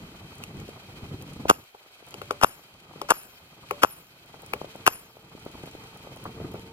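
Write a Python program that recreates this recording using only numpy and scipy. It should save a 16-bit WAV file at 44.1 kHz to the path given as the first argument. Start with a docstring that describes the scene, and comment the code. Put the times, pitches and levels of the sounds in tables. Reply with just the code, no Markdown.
"""A cordless impact wrench, close to a stereo microphone, knocks five bolts loose from a cast gear housing.
Each very short burst is a rattle of gears, a few hammer blows on the anvil and the falling whine of the
coasting motor. Between bursts the socket clanks onto bolt heads, boots and tool knock about, and clothes
rustle in a quiet workshop. The recorder's limiter ducks at the loud strikes, then lets the background
creep back up."""
import sys
import numpy as np
from scipy import signal
from scipy.fft import rfft, irfft, next_fast_len
from scipy.io import wavfile
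from scipy.ndimage import uniform_filter1d, minimum_filter1d, map_coordinates

SR = 44100
rng = np.random.default_rng(int(sys.argv[2]) if len(sys.argv) > 2 else 0)


def materialize(psi):
    """Save the field psi as 16-bit PCM at rate SR to the path in sys.argv[1].

    A 1-D psi becomes a single channel; in a 2-D psi each row is a channel.
    """
    bounded = np.clip(np.atleast_2d(psi).T, -1, 1)
    quanta = np.round(bounded * 32767).astype(np.int16)
    wavfile.write(sys.argv[1], SR, quanta)


N = 296396

# how much the worker moves about: t/s, rumble level/dB
MOVEMENT = [(0, -46.5), (.38, -51), (.6, -40.5), (.76, -54.5), (.97, -46.5), (1.06, -43), (1.46, -42.5),
            (1.54, -46), (1.63, -51.5), (1.66, -75), (1.9, -69), (2.08, -59.5), (2.2, -48), (2.6, -59),
            (2.98, -53), (3.25, -59.5), (3.68, -53), (4.15, -56), (4.65, -49), (5.05, -56.5), (5.63, -49.5),
            (5.95, -55.5), (6.42, -41), (6.72, -48)]
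# spectrum of rubbing cloth and scraping boots: f/Hz, level/dB
RUSTLE_SPECTRUM = [(180, -23), (300, -7), (816, -4), (1090, -9), (1240, -6), (1760, -24.5), (2000, -14),
                   (2600, -52), (4400, -120)]
# spectrum of struck steel: f/Hz, level/dB
STEEL_SPECTRUM = [(1000, -33), (1700, -2.5), (2300, -2), (2700, 5.5), (3220, -0.5), (4030, -12),
                  (4510, -5.5), (5300, -5), (6150, -6), (6880, -6), (7630, -5.5), (8800, -6), (10300, -10),
                  (11600, -10), (15200, -17), (16000, -30)]
# hammer contacts (graze, catch, strike, rebound): t/s, jolt/dB, jolt/Hz, crack/dB, ring/dB, main mode/Hz
HAMMER_BLOWS = [(1.4955, -4.5, 1200, -21.5, -13, 2750), (1.4979, -10, 1260, -1.5, -5.5, 9350),
                (1.4997, -18, 1260, -14, -5, 6900), (1.502, 10.5, 735, -6, -12, 2750),
                (1.5084, -6, 1210, -14, -19, 2750), (1.5115, 3.5, 680, -13, -17, 5200),
                (2.4139, -28, 1200, -20, -32, 11600), (2.4162, -15, 990, -28.5, -32, 5200),
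                (2.428, -14, 1200, -13.5, -18, 2750), (2.436, -1.5, 547, -4, -5, 5200),
                (2.443, -19, 1400, -7, -9.5, 8650), (2.4462, 7, 897, -12.5, -14, 2750),
                (3.0886, -30, 1200, -26, -28, 5200), (3.0925, -18, 895, -24, -25, 5200),
                (3.1038, -12, 1304, -20, -13.5, 2750), (3.1062, -3.5, 1300, -4.5, 2.5, 8650),
                (3.1104, 6, 1050, -8.5, -18, 5200), (3.1175, -28, 1102, -19, -19, 8650),
                (3.1195, 2, 900, -21, -17, 11600), (3.8228, -24, 1106, -31, -30, 5200),
                (3.834, -6.5, 1100, -0.5, -11, 11600), (3.836, -16, 1250, -13, -10, 8650),
                (3.8381, 7.5, 931, -14, -6.5, 5200), (3.848, 2.5, 878, -15, -20, 2750),
                (4.8606, -32, 1300, -26.5, -31, 5200), (4.866, -6.5, 1320, -4, -7, 11600),
                (4.8686, -8.5, 1216, -20, -8, 2750), (4.876, -4, 1194, -2, -3.5, 9350),
                (4.8793, 7.5, 1000, -2, -13, 5200)]
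# trigger pulls: strike/s, housing thud/dB, rattle/dB, release/s, whine/Hz, whine/dB,
# coasting time constant/s, whirr/dB, sizzle/dB, sizzle length/s
TRIGGER_PULLS = [(1.5017, 1, -15, 1.516, 11200, -47, .145, -37, -63, .33),
                 (2.4359, -9, -19, 2.462, 12250, -37, .195, -38, -58, .22),
                 (3.1102, -23, -17, 3.139, 13100, -35.5, .235, -37.5, -56.5, .32),
                 (3.8378, -18, -17, 3.878, 13100, -38.5, .245, -42, -56, .3),
                 (4.8791, -19, -17.5, 4.916, 12800, -35.5, .205, -37, -56.5, .27)]


def amp(db):
    """Decibels to gain."""
    return 10 ** (np.asarray(db) / 20)


def along(points, hz):
    """Read (f/Hz, value) points on a log frequency axis."""
    f, values = np.transpose(points)
    return np.interp(np.log(hz + 1), np.log(f + 1), values)


def curves(rows):
    """One value per sample for each column after the time."""
    times, *columns = np.transpose(rows)
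    return [np.interp(np.arange(N) / SR, times, column) for column in columns]


def wobble(rate):
    """A smooth random curve, rate knots a second."""
    knots = rng.standard_normal(int(N * rate / SR) + 4)
    return map_coordinates(knots, [np.arange(N) * rate / SR])


def filtered(x, response):
    """Pass x through a complex response of frequency."""
    size = next_fast_len(N + SR // 2)
    return irfft(rfft(x, size) * response(np.fft.rfftfreq(size, 1 / SR)), size)[..., :N]


def noise(spectrum):
    """Noise of rms 1, coloured by (f/Hz, level/dB) points."""
    x = filtered(rng.standard_normal(N), lambda hz: amp(along(spectrum, hz)))
    return x / np.sqrt(np.mean(x ** 2) + 1e-20)


def add(track, s, sound):
    """Mix a sound into the track from time s on."""
    part = track[round(s * SR):][:len(sound)]
    part += sound[:len(part)]


def puffs(rows, rise, t60):
    """An envelope that swells quickly to each (t/s, level/dB) and dies away."""
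    track, lead_s = np.zeros(N), .01
    t = np.arange(SR // 8) / SR - lead_s
    for s, db in rows:
        add(track, s - lead_s, amp(db - 60 * np.maximum(t, 0) / t60) * np.exp(np.minimum(t, 0) / rise))
    return track


def thumps(rows, first_hz, sweep, rise, fall):
    """A thump of dropping pitch at each (t/s, level/dB, f/Hz); sweep, rise and fall count in cycles."""
    track, lead_s = np.zeros(N), .01
    t = np.arange(SR // 30) / SR - lead_s
    for s, db, hz in rows:
        cycles = t * hz
        pitch = first_hz / (1 + max(first_hz / hz - 1, .05) * np.exp(cycles / sweep))
        phase = 2 * np.pi * np.cumsum(np.maximum(pitch, 0.3 * hz)) / SR
        shape = 1 / (np.exp(-cycles / rise) + np.exp(cycles / fall))
        wave = np.sin(phase - phase[round(lead_s * SR)] + rng.normal(0, 1.0))
        add(track, s - lead_s, amp(db) * shape / shape.max() * wave)
    return track


def diffuse(spectrum):
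    """Stereo noise that reaches the microphone from all around."""
    # likeness of the two channels: f/Hz, left-right correlation
    likeness = [(60, 1), (150, 1), (380, 0.99), (950, 0.52), (2400, -0.5), (6000, -0.4), (15000, -0.56)]
    angle = lambda hz: np.arccos(np.clip(along(likeness, hz), -.99, .99)) / 2
    mid = noise(spectrum)
    side = filtered(noise(spectrum), lambda hz: np.tan(angle(hz)))
    return np.array([mid + side, mid - side])


def close_up(x):
    """A source near the microphone: centred in the bass, very wide in the treble, leaning as it moves."""
    # the work moves across the microphone: t/s, leftward share, share of the midrange arriving out of step
    position = [(1.46, .28, .13), (1.49, .25, .41), (1.6, .25, .27), (2.3, 1, 0), (4.9, .85, 0),
                (5.4, .2, .037)]
    # stereo width: f/Hz, side over mid/dB
    side_levels = [(60, -8), (200, -12), (400, -11), (700, -5), (1000, -2), (1400, 1), (2400, 6), (4500, 4),
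                   (7000, 6), (8800, 13), (11500, 2), (15000, 3)]
    # phase of side against mid: f/Hz, phase/rad
    skew = [(150, .9), (350, 1.5), (500, -.75), (1600, -.75), (2200, .8), (5000, 1.1), (8000, 1.5)]
    # the band that arrives out of step: f/Hz, gain
    midrange = [(200, 0), (450, 1), (1400, 1), (1900, 0)]
    lean, apart = curves(position)
    width = lambda hz: amp(along(side_levels, hz))
    mid = filtered(x, lambda hz: 1 / np.hypot(1, width(hz)))
    side = filtered(mid, lambda hz: 1j * width(hz) * np.sin(along(skew, hz)))
    side += lean * filtered(mid, lambda hz: width(hz) * np.cos(along(skew, hz)))
    spread = apart * filtered(mid, lambda hz: along(midrange, hz))
    mid -= spread
    side += filtered(spread, lambda hz: -1j)  # a quarter cycle late
    return np.array([mid + side, mid - side])


def workshop_echo(x):
    """The workshop's short tail, different in each channel."""
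    # reverberation time: f/Hz, t60/s
    decay = [(150, 0.038), (600, 0.4), (3000, 0.036), (12000, 0.29)]
    hz, t, bands = signal.stft(rng.standard_normal((2, SR // 2)), SR, nperseg=256)
    tail = signal.istft(bands * amp(-60 * t / along(decay, hz)[:, None]), SR, nperseg=256)[1]
    return signal.fftconvolve(x[None], tail / np.linalg.norm(tail[0]), axes=1)[:, :N]


def hum_and_whistle():
    """A faint whistle wavers in the workshop throughout; a hum with its octave joins it late."""
    # the hum: t/s, fundamental/dB, octave/dB
    hum_levels = [(4.5, -58, -72), (6.2, -61, -63), (6.4, -51, -61), (6.72, -50, -57)]
    hum_hz, whistle_hz = 450.5, 3225
    low_db, octave_db = curves(hum_levels)
    phase = 2 * np.pi * np.cumsum(hum_hz * (1 + 0.00474 * wobble(15))) / SR
    fade_in = np.clip((np.arange(N) / SR - hum_levels[0][0]) / 0.063, 0, 1)
    hum = fade_in * (amp(low_db) * np.sin(phase) + amp(octave_db) * np.sin(2 * phase))
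    pitch = whistle_hz * (1 + .012 * wobble(6.7) + 0.029 * wobble(200))
    whistle = amp(-71 + 3 * wobble(8.7)) * np.sin(2 * np.pi * np.cumsum(pitch) / SR)
    return hum + whistle


def shuffle_and_hiss():
    """The worker's movement drives a handling rumble and cloth rustle, over the workshop's hiss."""
    # handling rumble: f/Hz, level/dB
    rumble_spectrum = [(12, -33), (20, -18.5), (53, -5.5), (86, 0), (141, 3), (276, -5), (437, -7.5),
                       (500, -15), (650, -29), (1100, -120)]
    # workshop hiss: f/Hz, level/dB
    hiss_spectrum = [(880, -12.5), (1500, 1.5), (1780, -5.5), (2250, 0), (2510, 4), (2880, -5.5), (3120, 5),
                     (3410, -5.5), (4080, -1), (5380, -9.5), (8740, -12), (9950, -16.5), (12100, -10.5),
                     (13800, -14.5), (16000, -24.5)]
    rumble_db, = curves(MOVEMENT)
    effort_db = rumble_db + 48  # zero at ordinary movement
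    jostle = wobble(60)
    rumble = amp(rumble_db + 0.5 + 2.5 * jostle + 0.67 * wobble(25)) * diffuse(rumble_spectrum)
    rustle = amp(-55 + 0.21 * effort_db + 2.8 * jostle + 1.7 * wobble(160)) * diffuse(RUSTLE_SPECTRUM)
    hiss = amp(-56.5 + 0.012 * effort_db + 1.63 * wobble(60)) * diffuse(hiss_spectrum)
    return rumble + rustle + hiss


def grit(per_s=4.9, spread_db=3.5):
    """Grit ticks underfoot on the concrete at random, harder while the worker moves."""
    when, force = rng.random((round(per_s * N / SR), 2)).T
    times = .02 + when * (N / SR - .1)
    effort_db = np.interp(times, *np.transpose(MOVEMENT)) + 48  # zero at ordinary movement
    db = -44 + 0.33 * effort_db + spread_db * (2 * force - 1)
    return puffs(zip(times, db), rise=0.0005, t60=0.019) * noise(STEEL_SPECTRUM)


def ticks():
    """Grit and steel tick lightly, nearly all treble."""
    # light contacts: t/s, level/dB
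    contacts = [(.355, -44), (.3836, -41.5), (1.2235, -35), (1.949, -46.5), (2.066, -41), (2.0875, -41),
                (2.1085, -36), (2.3255, -40.5), (4.2605, -43), (4.42, -38), (4.463, -34.5), (4.761, -40.5),
                (5.226, -46), (5.399, -43), (5.452, -39.5), (5.516, -44), (5.666, -41), (5.9735, -41.5),
                (6.162, -39.5), (6.2405, -37), (6.517, -41), (6.539, -42)]
    treble = noise([(1500, -29), (4000, -8), (9000, 3.5), (15000, -2.5)])
    return puffs(contacts, rise=0.00022, t60=0.0083) * treble


def knocks():
    """Boots and tool bump and scrape near the microphone without ringing."""
    # knocks of boots and tool: t/s, peak/dB, f/Hz, scrape/dB
    contacts = [(0.578, -31.5, 120, -50), (0.69, -25, 400, -60), (1.033, -30.5, 127, -49),
                (1.145, -28, 251, -43), (1.456, -13.5, 610, -26), (1.750, -32, 700, -29),
                (2.027, -41, 447, -38.5), (2.938, -35, 740, -40), (2.961, -28.5, 354, -36),
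                (4.343, -30.5, 700, -36), (4.435, -38, 600, -38), (4.616, -18, 620, -40),
                (4.646, -26, 620, -38), (4.756, -27, 550, -40), (5.17, -27, 650, -46),
                (5.352, -27.5, 326, -57), (5.4649, -20.5, 470, -32.5), (5.554, -32, 376, -38),
                (5.638, -29.5, 325, -33), (5.676, -33.5, 390, -35), (5.752, -28, 392, -53),
                (6.073, -30, 610, -33), (6.166, -34, 454, -36.5), (6.256, -18, 850, -31),
                (6.263, -27, 810, -28), (6.403, -25.5, 382, -35), (6.448, -26.5, 255, -38),
                (6.545, -23.5, 440, -34)]
    times, db, hz, scrape_db = np.transpose(contacts)
    bumps = thumps(zip(times, db, hz), first_hz=1520, sweep=1.0, rise=0.2, fall=0.31)
    scrapes = amp(-5) * puffs(zip(times, scrape_db), rise=0.0031, t60=0.029) * noise(RUSTLE_SPECTRUM)
    return bumps + scrapes


def socket():
    """The socket clacks onto a bolt head with a short ping, and the cast housing rings briefly."""
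    # socket meets bolt head: t/s, clack/dB, clack/Hz, click/dB, housing ring/dB, socket ping/dB
    clanks = [(0.438, -34, 1200, -30.5, -44, -56), (2.142, -37, 1200, -31.5, -35.5, -49),
              (2.2175, -27, 1240, -33, -27.5, -37), (2.3095, -11, 1260, -24, -16.5, -41),
              (3.0165, -20.5, 1150, -26, -23.5, -42), (3.7107, -13.5, 1080, -26.5, -19.5, -20),
              (4.5361, -18.5, 1090, -27, -20.5, -17), (6.555, -51, 1200, -47, -31, -51)]
    # modes of the cast housing: f/Hz, level/dB, t60/s
    housing_modes = [(318, 1, 0.033), (408, 5, 0.069), (494, 3, 0.073), (579.6, -6.5, 0.24), (682, 4, 0.03),
                     (834, 4.5, 0.039), (1086, -5, 0.088), (1406, 6, 0.02), (2290, -11.5, 0.11)]
    # the socket's ping: f/Hz, level/dB
    ping_spectrum = [(900, -27.5), (1600, -6), (2100, -4), (2700, 8.5), (3150, -27), (3700, -31),
                     (4500, -13), (6000, -48), (9000, -16)]
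    times, clack_db, clack_hz, click_db, ring_db, ping_db = np.transpose(clanks)
    ring = np.zeros(N)
    t = np.arange(SR // 5) / SR
    attack = 1 - np.exp(-t / 0.00013)
    for s, db in zip(times, ring_db):
        modes = np.zeros(len(t))
        for hz, mode_db, t60 in housing_modes:
            level = amp(mode_db + rng.normal(0, 1.0) - 60 * t / t60)
            modes += level * np.sin(2 * np.pi * (hz * t + rng.random()))
        add(ring, s, amp(db + 1.5) * attack * modes / abs(modes).max())
    snap = puffs(zip(times, click_db), rise=0.00031, t60=.006)
    chatter = amp(-13) * puffs(zip(times, click_db), rise=0.0004, t60=0.058)
    click = (snap + chatter) * noise(STEEL_SPECTRUM)
    ping = puffs(zip(times, ping_db), rise=0.001, t60=0.011) * noise(ping_spectrum)
    clack = thumps(zip(times, clack_db, clack_hz), first_hz=1490, sweep=1.84, rise=0.88, fall=0.7)
    return ring + click + ping + clack


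def sizzle():
    """A thin, grainy sizzle hangs on after each burst and dies away unevenly."""
    # the lingering treble: f/Hz, level/dB
    spectrum = [(7000, -30), (9500, -9), (11200, 2), (12400, -1), (13200, 7), (14500, 7), (15500, -4)]
    level = np.zeros(N)
    age = np.arange(SR // 2) / SR
    for strike, *_, db, length_s in TRIGGER_PULLS:
        add(level, strike, amp(db) * np.exp(-(age / length_s) ** 2))
    grain = amp(3 * wobble(350) + 2 * wobble(25))
    return level * grain * noise(spectrum)


def motor():
    """Gears rattle up to the strike; on release the motor coasts down with a whirr and a falling whine."""
    # gears under load: f/Hz, level/dB
    gear_spectrum = [(80, -45), (300, 2), (800, -0.5), (1400, 6), (1800, -7.5), (2700, -10), (4000, -33)]
    # coasting gears: f/Hz, level/dB
    whirr_spectrum = [(700, 0.5), (1500, 6.5), (2000, -1), (2700, 5.5), (3900, -15), (5300, 1),
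                      (6200, -10.5), (7000, 3), (7900, -8.5), (8800, -5), (10000, -19), (11400, 6.5),
                      (12800, -13), (14500, -1), (16000, -32)]
    # resonances of the wrench's shell, which the whine slides through: f/Hz, gain/dB
    shell = [(3600, -42), (4900, -23), (5800, -30), (6600, -23), (7500, -22), (8500, -6), (9300, -13),
             (9800, -11), (10500, -1), (11700, 0), (12500, -4), (13300, -6)]
    spin_up_s, rattle_rise_s, rattle_fall_s = 0.02, 0.0079, 0.0075
    cam_hz, cam_db = 47.5, -1.5  # the free hammer brushes the anvil: full-speed rate, swing of the whirr
    rattle, whirr, whine = np.zeros((3, N))
    age = np.arange(SR // 2) / SR
    attack = np.clip(age / 0.0018, 0, 1)
    for strike, _, rattle_db, release, hz, whine_db, coast_s, whirr_db, *_ in TRIGGER_PULLS:
        start = strike - spin_up_s
        t = start + age
        slack = np.where(t < strike, (strike - t) / rattle_rise_s, (t - strike) / rattle_fall_s)
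        add(rattle, start, amp(rattle_db) * attack * np.exp(-slack))  # the load peaks at the strike
        speed = np.exp(-np.maximum(t - release, 0) / coast_s)
        free = np.clip((t - strike) / (release - strike), 0, 1)  # the bolt lets go
        cam = np.cos(2 * np.pi * cam_hz * np.cumsum(speed) / SR)
        add(whirr, start, amp(whirr_db + cam_db * cam) * np.sqrt(free) * speed ** 2.7)
        flutter = 1 + .014 * wobble(1000)[:len(t)]
        level = amp(whine_db + along(shell, hz * speed)) * free ** 3
        add(whine, start, level * np.sin(2 * np.pi * np.cumsum(hz * speed * flutter) / SR))
    teeth = amp(2.2 * wobble(500))
    gears = rattle * teeth * (amp(-1) * noise(gear_spectrum) + amp(-2) * noise(STEEL_SPECTRUM))
    roughness = amp(3.5 * wobble(400))
    return gears + teeth * whirr * noise(whirr_spectrum) + whine * roughness


def anvil():
    """Each blow rings the anvil and socket for milliseconds; where it lands favours one mode."""
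    # modes of anvil and socket, damped by the bolt: f/Hz, t60/s
    modes = [(2750, 0.017), (5200, 0.0036), (6900, .004), (8650, 0.0033), (9350, 0.0031), (11600, 0.0045)]
    focus_octaves, other_modes_db = .1, -15
    ring = np.zeros(N)
    t = np.arange(SR // 30) / SR - .005
    attack = np.exp(np.minimum(t, 0) / 0.00031)
    for s, *_, db, focus_hz in HAMMER_BLOWS:
        for hz, t60 in modes:
            off_focus = min((np.log2(hz / focus_hz) / focus_octaves) ** 2, 1)
            level = amp(db + other_modes_db * off_focus - 60 * np.maximum(t, 0) / t60) * attack
            add(ring, s + t[0], level * np.sin(2 * np.pi * (hz * t + rng.random())))
    return amp(-3.5) * ring


def hammer():
    """Each hammer contact cracks on the anvil and jolts the wrench; the main strike thuds in the housing."""
    thud_hz, thud_lag_s = 260, 0.00069
    low_cut_hz = 131  # the jolts fall away below this
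    times, jolt_db, jolt_hz, crack_db, *_ = np.transpose(HAMMER_BLOWS)
    cracks = amp(-5) * puffs(zip(times, crack_db), rise=0.00046, t60=0.0048) * noise(STEEL_SPECTRUM)
    jolts = thumps(zip(times, jolt_db, jolt_hz), first_hz=1395, sweep=0.32, rise=0.67, fall=0.29)
    jolts = filtered(jolts, lambda hz: 1j * hz / (low_cut_hz + 1j * hz))
    strikes = [(s + thud_lag_s, thud_db, thud_hz) for s, thud_db, *_ in TRIGGER_PULLS]
    thuds = thumps(strikes, first_hz=500, sweep=0.28, rise=0.29, fall=0.17)
    return cracks + jolts + thuds


def scene():
    """The wrench is close to the microphone and dry; the smaller contacts get more of the room."""
    wrench = hammer() + anvil() + motor()
    clanks = socket()
    bumps = knocks() + grit() + ticks()
    echo = workshop_echo(amp(-32) * wrench + amp(-21.5) * clanks + amp(-14.5) * bumps)
    return close_up(wrench + clanks + bumps) + echo + sizzle() + shuffle_and_hiss() + hum_and_whistle()


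def limiter(x, ceiling_db=3, deepest_cut_db=5.5, look_ahead_s=.0008, hold_s=0.34, recover_db_per_s=15.5):
    """The recorder's gain drops just ahead of a peak over the ceiling, holds, then climbs back steadily."""
    peak_db = 20 * np.log10(abs(x).max(0) + 1e-9)
    over_db = np.clip(peak_db - ceiling_db, 0, deepest_cut_db)
    half_hold, ahead = round(hold_s * SR / 2), round(look_ahead_s * SR)
    held_db = -minimum_filter1d(-over_db, 2 * half_hold + 1, origin=half_hold - ahead, mode="constant")
    climb_db = recover_db_per_s * np.arange(N) / SR
    cut_db = np.maximum.accumulate(held_db + climb_db) - climb_db
    return x * amp(-uniform_filter1d(cut_db, size=2 * ahead))


def record(dry):
    """The limiter ducks, the hardest peaks still clip, and the highest treble is cut off."""
    top_hz = 15900
    return filtered(np.clip(limiter(dry), -1, 1), lambda hz: hz < top_hz)


dry = scene()
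out = record(dry)
materialize(out)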